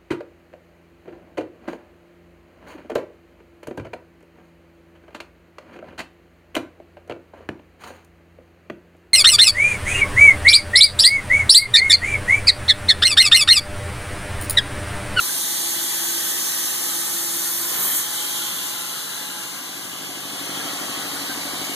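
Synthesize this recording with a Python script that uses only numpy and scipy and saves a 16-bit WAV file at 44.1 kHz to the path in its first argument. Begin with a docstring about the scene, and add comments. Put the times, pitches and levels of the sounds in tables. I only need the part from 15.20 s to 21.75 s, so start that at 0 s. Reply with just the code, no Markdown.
"""An air jet hisses over the whirr of belts and rollers on an envelope folding and gluing line.
A motor whines in three tones, and a geared shaft knocks on the frame at every turn.
A hand-held microphone moves from the belts to the folding rollers: it crosses the jet's beam once,
then leaves it behind as the knocking comes near and sheets squeak in the rollers.
Air, belts and paper are shaped stereo noise; frame modes ring to blows; motor, gear and drone are sines."""
import sys
import numpy as np
from scipy import signal
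from scipy.fft import rfft, irfft
from scipy.io import wavfile
from scipy.ndimage import uniform_filter1d

SR = 44100
rng = np.random.default_rng(int(sys.argv[2]) if len(sys.argv) > 2 else 0)


def bounce(signal):
    """Save signal as a 16-bit WAV file at the path given by the first command-line argument."""
    frames = np.transpose(np.atleast_2d(signal))
    limited = np.clip(frames, -1, 1)
    pcm = np.round(limited * 32767).astype(np.int16)
    wavfile.write(sys.argv[1], SR, pcm)


N = 288851
SIZE, HOP = 1024, 256  # noise frames, samples
TIME = np.arange(N) / SR
FRAME_S = np.arange(N // HOP + 5) * HOP / SR
BIN_HZ = np.fft.rfftfreq(SIZE, 1 / SR)


def amp(db):
    """Decibels to gain."""
    return 10 ** (np.asarray(db) / 20)


def unit(x):
    """Scales to rms 1."""
    return x / np.sqrt(np.mean(abs(x) ** 2) + 1e-20)


def curve(rows, t, order=1):
    """One column of a table, read over time."""
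    rows = np.array(rows)
    return np.interp(t, rows[:, 0], rows[:, order])


def colour(rows, hz=BIN_HZ, order=1):
    """One column of a table, read over log frequency."""
    rows = np.array(rows)
    return np.interp(np.log(hz + 1), np.log(rows[:, 0] + 1), rows[:, order])


def peaks(rows):
    """Boosts and dips (centre_hz, width_hz, gain_db) as a dB spectrum."""
    return sum(db / (1 + (2 * (BIN_HZ - hz) / width) ** 2) for hz, width, db in rows)


def bump(centre_s, half_width_s, order=6):
    """Smooth, flat-topped swell from 0 to 1 and back."""
    return 1 / (1 + abs((FRAME_S[:, None] - centre_s) / half_width_s) ** order)


def wander(rate_hz):
    """Slow random signal of rms 1: noise under a Gaussian low-pass."""
    hz = np.fft.rfftfreq(N, 1 / SR)
    lowpass = np.exp(-(hz / rate_hz) ** 2)
    return unit(irfft(rfft(rng.standard_normal(N)) * lowpass, N))


def patches(size):
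    """Smooth random patches of rms 1, size = (frames, bins)."""
    field = rng.standard_normal((len(FRAME_S), len(BIN_HZ)))
    field = uniform_filter1d(field, size[0], axis=0)
    return unit(uniform_filter1d(field, size[1], axis=1))


# left-right likeness of the two sides, rippled by a delayed cross-feed: freq_hz, steady_share, ripple_depth
PAIR_LIKENESS = [(50, 0.38, 0.8), (297, 0.51, 0.09), (700, 0.38, 0.75), (1280, 0.21, 0.71),
                 (2030, 0.083, 0.73), (2350, -.05, .99), (2600, 0, 1), (2780, -.05, 1.02), (3050, .05, .9),
                 (3500, .25, 1), (3900, 0, .98), (4300, .1, .9), (5200, 0, .94), (7800, 0, .75),
                 (9200, 0.05, 0.55), (10740, 0.4, 0.25), (11700, 0.48, 0.42), (13000, .35, .5),
                 (14300, 0.3, 0.45)]
# jet bearing, positive = left louder: time_s, bearing (-1 to 1)
JET_BEARING = [(0, -0.073), (2.6, -0.039), (3.2, 0.14), (4.4, 0.76), (6.55, 0.95)]
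PAIR_DELAY_S = 17 / SR


def pair_noise(shape_db, level_db, lean=0., shade_db=0.):
    """Shaped noise at two sides: a late, inverted share of each in the other ripples their likeness."""
    left, other = rng.standard_normal((2, len(FRAME_S), len(BIN_HZ), 2)) @ np.array([1, 1j])
    bearing = curve(JET_BEARING, FRAME_S)[:, None]
    phase = 2 * np.pi * BIN_HZ * PAIR_DELAY_S
    lean = lean * colour([(9700, 0.76), (11000, .25)])  # freq_hz, share: the top octave hardly shows bearing
    like = colour(PAIR_LIKENESS) - colour(PAIR_LIKENESS, order=2) * np.cos(phase)
    like = like + 1j * lean * bearing * np.sin(phase)
    like = like / np.maximum(abs(like) / .993, 1)  # likeness stays below 1
    right = like * left + np.sqrt(np.maximum(1 - abs(like) ** 2, 0)) * other
    shade = amp(shade_db * bearing)
    sides = np.array([left * shade, right / shade])
    sides = sides * unit(amp(shape_db)) * amp(level_db) / np.sqrt(SIZE / 3)
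    return signal.istft(sides.swapaxes(1, 2), nperseg=SIZE, noverlap=SIZE - HOP)[1][:, :N]


# conveyor nearness: time_s, belts_and_rollers_rel_db, paper_rush_rel_db
BELT_NEARNESS = [(0, -0.5, 1.5), (1.1, 1, 1.3), (2.2, -0.5, 0.5), (3.2, -2.5, 2.5), (4.5, -5, -4),
                 (6.55, -6.5, 0)]
# folding roller and shaft nearness: time_s, rollers_rel_db, knocks_rel_db
FOLDER_NEARNESS = [(0, -9.5, -15), (3.7, -9.5, -16), (4.3, -10.5, -11.5), (4.75, -8, -7), (5.12, -5.5, -5),
                   (5.35, -1.5, -2), (6.55, -2.5, -1)]


def heard(belts_db, folder_db, order=1):
    """Level of a noise made by both conveyor and folding rollers: their powers add."""
    belts = amp(belts_db + curve(BELT_NEARNESS, FRAME_S, order))
    folder = amp(folder_db + curve(FOLDER_NEARNESS, FRAME_S))
    return 20 * np.log10(np.hypot(belts, folder))[:, None]


# jet level: time_s, rel_db
JET_LEVEL = [(0.15, -31), (0.79, -31), (0.9, -30), (2.4, -31.5), (3.01, -33), (3.5, -36.5), (4.4, -42.5),
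             (4.95, -44.5), (5.5, -41.5), (6.4, -42)]
# jet spectrum: freq_hz, rel_db_per_hz
HISS_SPECTRUM = [(60, -35), (300, -29), (2000, -31), (4000, -9.5), (5200, -4.5), (6300, -2), (7000, -1.5),
                 (7900, -0.5), (8600, -2.5), (9600, -1), (10400, -1.5), (11700, -2), (12800, -5),
                 (14200, -2.5), (15000, -6)]
# narrow resonances near the nozzle: centre_hz, width_hz, gain_db
NOZZLE_MODES = [(6220, 90, 6), (7400, 90, 3), (7950, 90, 2.5), (9005, 100, 3), (9500, 90, 2),
                (11340, 200, 2.5), (14050, 80, 3.5), (14380, 120, 2)]
# jet beam sweeps on and off the microphone: centre_s, half_width_s, gain_db, lowest_hz
BEAM_SWEEPS = [(2.45, .25, 2.5, 10800), (2.655, 0.092, 3.5, 11400), (2.71, 0.093, 3.5, 6540),
               (2.78, 0.036, 1.5, 4500), (2.89, 0.038, -2, 2000)]


def air_jet(jet_db=7.0, sway_db=0.28, edge_hz=1200, patchy_db=1.0, ripple_db=1.45, far_db=-50.0, near_db=-25.0):
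    """Turbulent air at a nozzle; its top octave is beamed forward, so it brightens on the axis."""
    level = curve(JET_LEVEL, FRAME_S)[:, None]
    beam = sum(gain_db * bump(centre_s, half_s) * np.clip((BIN_HZ - lowest_hz) / edge_hz, 0, 1)
               for centre_s, half_s, gain_db, lowest_hz in BEAM_SWEEPS)
    near = np.clip((level - far_db) / (near_db - far_db), 0, 1)
    # freq_hz, gain_db: far off, the frame shades the very top
    far_shade = colour([(11800, 0.5), (13200, 1.5), (15000, -13.5)])
    sway = sway_db * np.interp(FRAME_S, TIME, wander(9.9))[:, None]
    ripple = sway + patchy_db * patches(size=(6, 16)) + ripple_db * patches(size=(110, 3))
    level = level + jet_db + beam + near * peaks(NOZZLE_MODES) + (1 - near) * far_shade + ripple
    return pair_noise(colour(HISS_SPECTRUM), level, lean=1.24, shade_db=3.0)


# guide resonances: centre_hz, width_hz, gain_db, nearest_s, half_width_s
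GUIDE_MODES = [(1790, 71, 5.5, 1.9, 1.5), (3470, 220, 5, 0.77, 0.88), (3990, 170, 5, 1.3, 2.7),
               (3270, 130, -1.5, 1.3, 0.43), (3330, 1200, 2.5, 3.55, 0.63), (2800, 170, 7.5, 3.34, 0.38),
               (1420, 220, 5, 3.38, 0.5), (1620, 100, 6, 4.1, 0.27), (4040, 250, 4, 5.9, 0.38)]
# resonance climbing as the microphone swings off the belts: time_s, centre_hz, gain_db
CLIMBING_MODE = [(2.35, 3100, -2), (2.6, 3340, 5.5), (2.95, 3360, 5.5), (3.35, 3450, 7.5), (3.7, 3800, 3),
                 (4.0, 3920, 7), (4.4, 4030, 0)]
CLIMB_WIDTH_HZ = 116


def guides():
    """Guide resonances come and go as the microphone passes, and one climbs: dB over time and frequency."""
    at_s = FRAME_S[:, None]
    climb = peaks([(curve(CLIMBING_MODE, at_s), CLIMB_WIDTH_HZ, curve(CLIMBING_MODE, at_s, order=2))])
    passing = sum(peaks([(hz, width_hz, gain_db)]) * bump(nearest_s, half_s, order=4)
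                  for hz, width_hz, gain_db, nearest_s, half_s in GUIDE_MODES)
    return climb + passing


# roller spectrum: freq_hz, rel_db_per_hz
RUMBLE_SPECTRUM = [(20, -29), (55, -24), (95, -11), (140, -0.5), (195, 4), (260, 0.5), (330, 4), (480, 1.5),
                   (750, 1), (1100, -3.5), (2000, -29)]
# belt spectrum: freq_hz, rel_db_per_hz
WHIRR_SPECTRUM = [(60, -45), (300, -24), (650, -16), (900, -5), (1150, 1.5), (1450, 1.5), (1800, 1),
                  (2050, 1), (2500, 1.5), (3200, 4), (6000, -36)]
# paper spectrum: freq_hz, rel_db_per_hz
RUSH_SPECTRUM = [(60, -40), (1500, -19.5), (2150, -2), (2450, -28), (2800, -0.5), (3250, 1), (3600, 1.5),
                 (4000, 3), (4600, 2), (5400, -1), (8000, -3.5), (15000, -12)]
# folding roller colour, boosts and dips: centre_hz, width_hz, gain_db (before nearness)
ROLLER_COLOUR = [(180, 80, -1.5), (320, 130, -4.5), (1170, 200, 7), (814, 150, 2)]
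# close-up base levels: belts_db, folder_db
RUMBLE_DB, WHIRR_DB, RUSH_DB = (-46.5, -36), (-35, -32), (-34.5, -34)
PATCHY_DB, RIPPLE_DB = 1.3, 2.1  # rms of quick patches, of slow random ripple over frequency


def transport(whirr_share=1.0, gust_rumble_db=5.0, gust_whirr_db=3.5, gust_s=0.13):
    """Rollers rumble, belts whirr, paper rushes; a slow random ripple colours belts and paper."""
    blown = bump(GUST_AT_S, gust_s, order=4)  # rumble and whirr swell with the gust
    rollers = amp(curve(FOLDER_NEARNESS, FRAME_S))[:, None] * peaks(ROLLER_COLOUR)
    rumble_db = heard(*RUMBLE_DB) + gust_rumble_db * blown + rollers
    whirr_db = heard(*WHIRR_DB) + gust_whirr_db * blown
    ripple = PATCHY_DB * patches(size=(8, 8)) + RIPPLE_DB * patches(size=(130, 2))
    rush_db = heard(*RUSH_DB, order=2) + ripple
    passing = guides()
    rumble = pair_noise(colour(RUMBLE_SPECTRUM), rumble_db)
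    whirr = pair_noise(colour(WHIRR_SPECTRUM) + passing, whirr_db + whirr_share * ripple)
    rush = pair_noise(colour(RUSH_SPECTRUM) + passing, rush_db, lean=0.1)
    return rumble + whirr + rush


# motor: time_s, hum_db (before load swell), whine_db, upper_whine_db
MOTOR_LEVELS = [(0, -49.5, -51.5, -48), (.35, -47, -49, -53), (.8, -45.5, -48.5, -61.5),
                (1.3, -46, -49.5, -62), (1.9, -47.5, -48, -61), (2.35, -44, -53, -48),
                (2.6, -51.5, -54, -51), (2.9, -50.5, -48.5, -52), (3.35, -53, -47, -47),
                (3.6, -53.5, -47, -47), (3.8, -54, -53, -58), (4.0, -59, -50, -51), (4.2, -55, -48.5, -50),
                (4.7, -60, -65, -54), (6.55, -57, -53, -62)]
MOTOR_HZ, MOTOR_ORDERS = 169.7, (2, 5, 6)  # loaded rate, multiples heard
FREE_RUN = .008  # largest speed gain between sheets, share
BEAT_S, BEAT_PEAK_AT_S, BEAT_DB = 1.17, 0.768, 2.5  # sheet period, heaviest load, hum swell


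def motor(waver=0.0011, flutter=0.28, lag_rad=0.36):
    """Three motor orders; each sheet's load makes it hum louder, and between sheets it runs faster."""
    load = np.cos(2 * np.pi * (TIME - BEAT_PEAK_AT_S) / BEAT_S)
    speed = 1 + FREE_RUN * ((1 - load) / 2) ** 2 + waver * wander(5.3)
    turns = np.cumsum(MOTOR_HZ * speed) / SR
    hum, whine, upper = (curve(MOTOR_LEVELS, TIME, order=k + 1) for k in range(3))
    side_phase = np.array([[0], [lag_rad]])
    out = np.zeros((2, N))
    for order, level_db in zip(MOTOR_ORDERS, (hum + BEAT_DB * load, whine, upper)):
        sway = unit(1 + flutter * (wander(22) + 1j * wander(31.0)))
        tone = (sway * np.exp(1j * (2 * np.pi * order * turns + side_phase))).real
        out += np.sqrt(2) * amp(level_db) * tone
    return out


# machine frame modes: freq_hz, rel_db, t60_s
FRAME_MODES = [(137.6, 0, 0.12), (186, 1, .12), (237, -7, 0.06), (290, 1, 0.055), (322, 0.5, 0.045),
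               (590, -11, 0.055), (727, 2, 0.07), (1140, -4, .04), (1595, -2, 0.033)]
# blows within one turn: turn_share, level_db (before nearness), middle_hz, spread_octaves
TURN_BLOWS = [(-.05, -59, 170, .35), (-.015, -42.5, 310, .3), (.07, -52, 580, .3), (.1, -53, 1600, .3),
              (.25, -54, 330, .2), (.25, -46.5, 745, .35), (.62, -57, 300, .3), (.66, -52, 1140, .25),
              (.92, -52, 1140, .25)]
SHAFT_HZ, KNOCK_AT_S = 12.476, 5.853  # turning rate, one main knock
UNEVEN_DB, SLIP_S = 1.1, .0002  # spread of strength, of timing


def shaft(lag_rad=0.79):
    """Each turn strikes the frame in one pattern; each blow lands elsewhere and wakes its own modes."""
    turn, rise_s = np.arange(-80, 12), .004
    t, side_phase = np.arange(SR // 4) / SR, np.array([[lag_rad], [0]])
    knocks = np.zeros((2, N))
    for share, level_db, middle_hz, octaves in TURN_BLOWS:
        slip, uneven = rng.standard_normal((2, len(turn)))
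        at_s = KNOCK_AT_S + (turn + share) / SHAFT_HZ + SLIP_S * slip
        at = np.round((at_s + 1) * SR).astype(int)  # one second of run-up
        blows = np.zeros(N + 2 * SR)
        blows[at] = amp(UNEVEN_DB * uneven)
        ring = np.zeros((2, len(t)))
        for hz, mode_db, t60_s in FRAME_MODES:
            woken = np.exp(-(np.log2(hz / middle_hz) / octaves) ** 2)
            ring += woken * amp(mode_db - 60 * t / t60_s) * np.sin(2 * np.pi * hz * t + side_phase)
        ring = ring * (1 - np.exp(-t / rise_s))  # a blow takes a moment to spread through the frame
        struck = signal.oaconvolve(blows[None], ring, axes=1)[:, SR:SR + N]
        knocks += amp(level_db) * unit(struck)
    open_frame = signal.butter(4, 95, "high", fs=SR, output="sos")  # the knocks carry little deep bass
    knocks = signal.sosfilt(open_frame, knocks)
    return knocks * amp(curve(FOLDER_NEARNESS, TIME, order=2) + np.array([[1.2], [-1.2]]))


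# shaft drone: turning_rate_multiple, belts_db, folder_db (before nearness)
DRONE_TONES = [(11, -63.5, -57), (15, -59, -56), (19, -67.5, -53), (23, -62, -47)]


def drone(flutter=0.23, left_db=3.0):
    """Multiples of the shaft's turning rate carry along the whole frame."""
    turns, near_db = TIME * SHAFT_HZ, curve(FOLDER_NEARNESS, TIME, order=2)
    tones = np.zeros(N)
    for order, belts_db, folder_db in DRONE_TONES:
        level = np.hypot(amp(belts_db), amp(folder_db + near_db))
        swell = 1 + flutter * wander(8.0)
        phase = 2 * np.pi * (round(order) * turns + rng.random()) + flutter * wander(8.0)
        tones += level * swell * np.sin(phase)
    return np.sqrt(2) * tones * amp([[left_db], [-left_db]])


RATTLE_DB, RATTLE_DECAY_S, RATTLE_TOP_HZ = -46, 0.11, 980  # level before nearness, 1/e decay, band top


def rattle(apart=0.5):
    """Loose parts rattle in the same way after every main knock: one noise burst, repeated each turn."""
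    since_s = (TIME - KNOCK_AT_S) % (1 / SHAFT_HZ)
    loose = rng.standard_normal(SR) + apart * rng.standard_normal((2, SR))
    shaken = loose[:, (since_s * SR).astype(int)] * np.exp(-since_s / RATTLE_DECAY_S)
    band = signal.butter(3, [130, RATTLE_TOP_HZ], "band", fs=SR, output="sos")
    return unit(signal.sosfilt(band, shaken)) * amp(RATTLE_DB + curve(FOLDER_NEARNESS, TIME))


def gear():
    """A gear on the shaft sings at its tooth rate and throbs once a turn, as it takes up the load."""
    teeth, loaded_at_turn, throb, gear_db = 58, .4, 1., -55  # level before nearness
    turns = (TIME - KNOCK_AT_S) * SHAFT_HZ
    swell = unit(1 + throb * np.cos(2 * np.pi * (turns - loaded_at_turn)) + 0.14 * wander(8.9))
    level = amp(curve(FOLDER_NEARNESS, TIME, order=2) + gear_db)
    return level * swell * np.sqrt(2) * np.sin(2 * np.pi * teeth * turns)


GUST_AT_S, GUST_HALF_S, GUST_DB = 2.62, 0.098, -54.5  # the jet brushes the microphone


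def gust(centre_hz=150, spread=0.25):
    """A soft low flutter where the air stream meets the microphone: narrow-band noise."""
    shape_db = -np.minimum((np.log((BIN_HZ + 1) / centre_hz) / spread) ** 2 * 4, 80)
    return pair_noise(shape_db, GUST_DB + 10 * np.log10(bump(GUST_AT_S, GUST_HALF_S, order=4)))


# sheet squeaks: centre_s, half_width_s, pitch_hz, level_db
SHEET_SQUEAKS = [(5.41, .015, 1640, -40), (5.73, .055, 1100, -43), (6.115, 0.024, 1570, -36.5)]


def squeak():
    """Sheets slip between the folding rollers: short sines of steady pitch under Gaussian swells."""
    out = np.zeros(N)
    for centre_s, half_s, pitch_hz, level_db in SHEET_SQUEAKS:
        swell = np.exp(-((TIME - centre_s) / half_s) ** 2)
        out += amp(level_db) * swell * np.sqrt(2) * np.sin(2 * np.pi * pitch_hz * TIME)
    return out


def scene():
    """The whole running line."""
    return air_jet() + transport() + motor() + shaft() + drone() + rattle() + gear() + gust() + squeak()


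EDGE_HZ = 15080


def record(dry):
    """The recorder's steep band limit: a linear-phase low-pass."""
    lowpass = signal.firwin(511, EDGE_HZ, window=("kaiser", 9), fs=SR)
    return signal.oaconvolve(dry, lowpass[None], "same", axes=1)


dry = scene()
out = record(dry)
bounce(out)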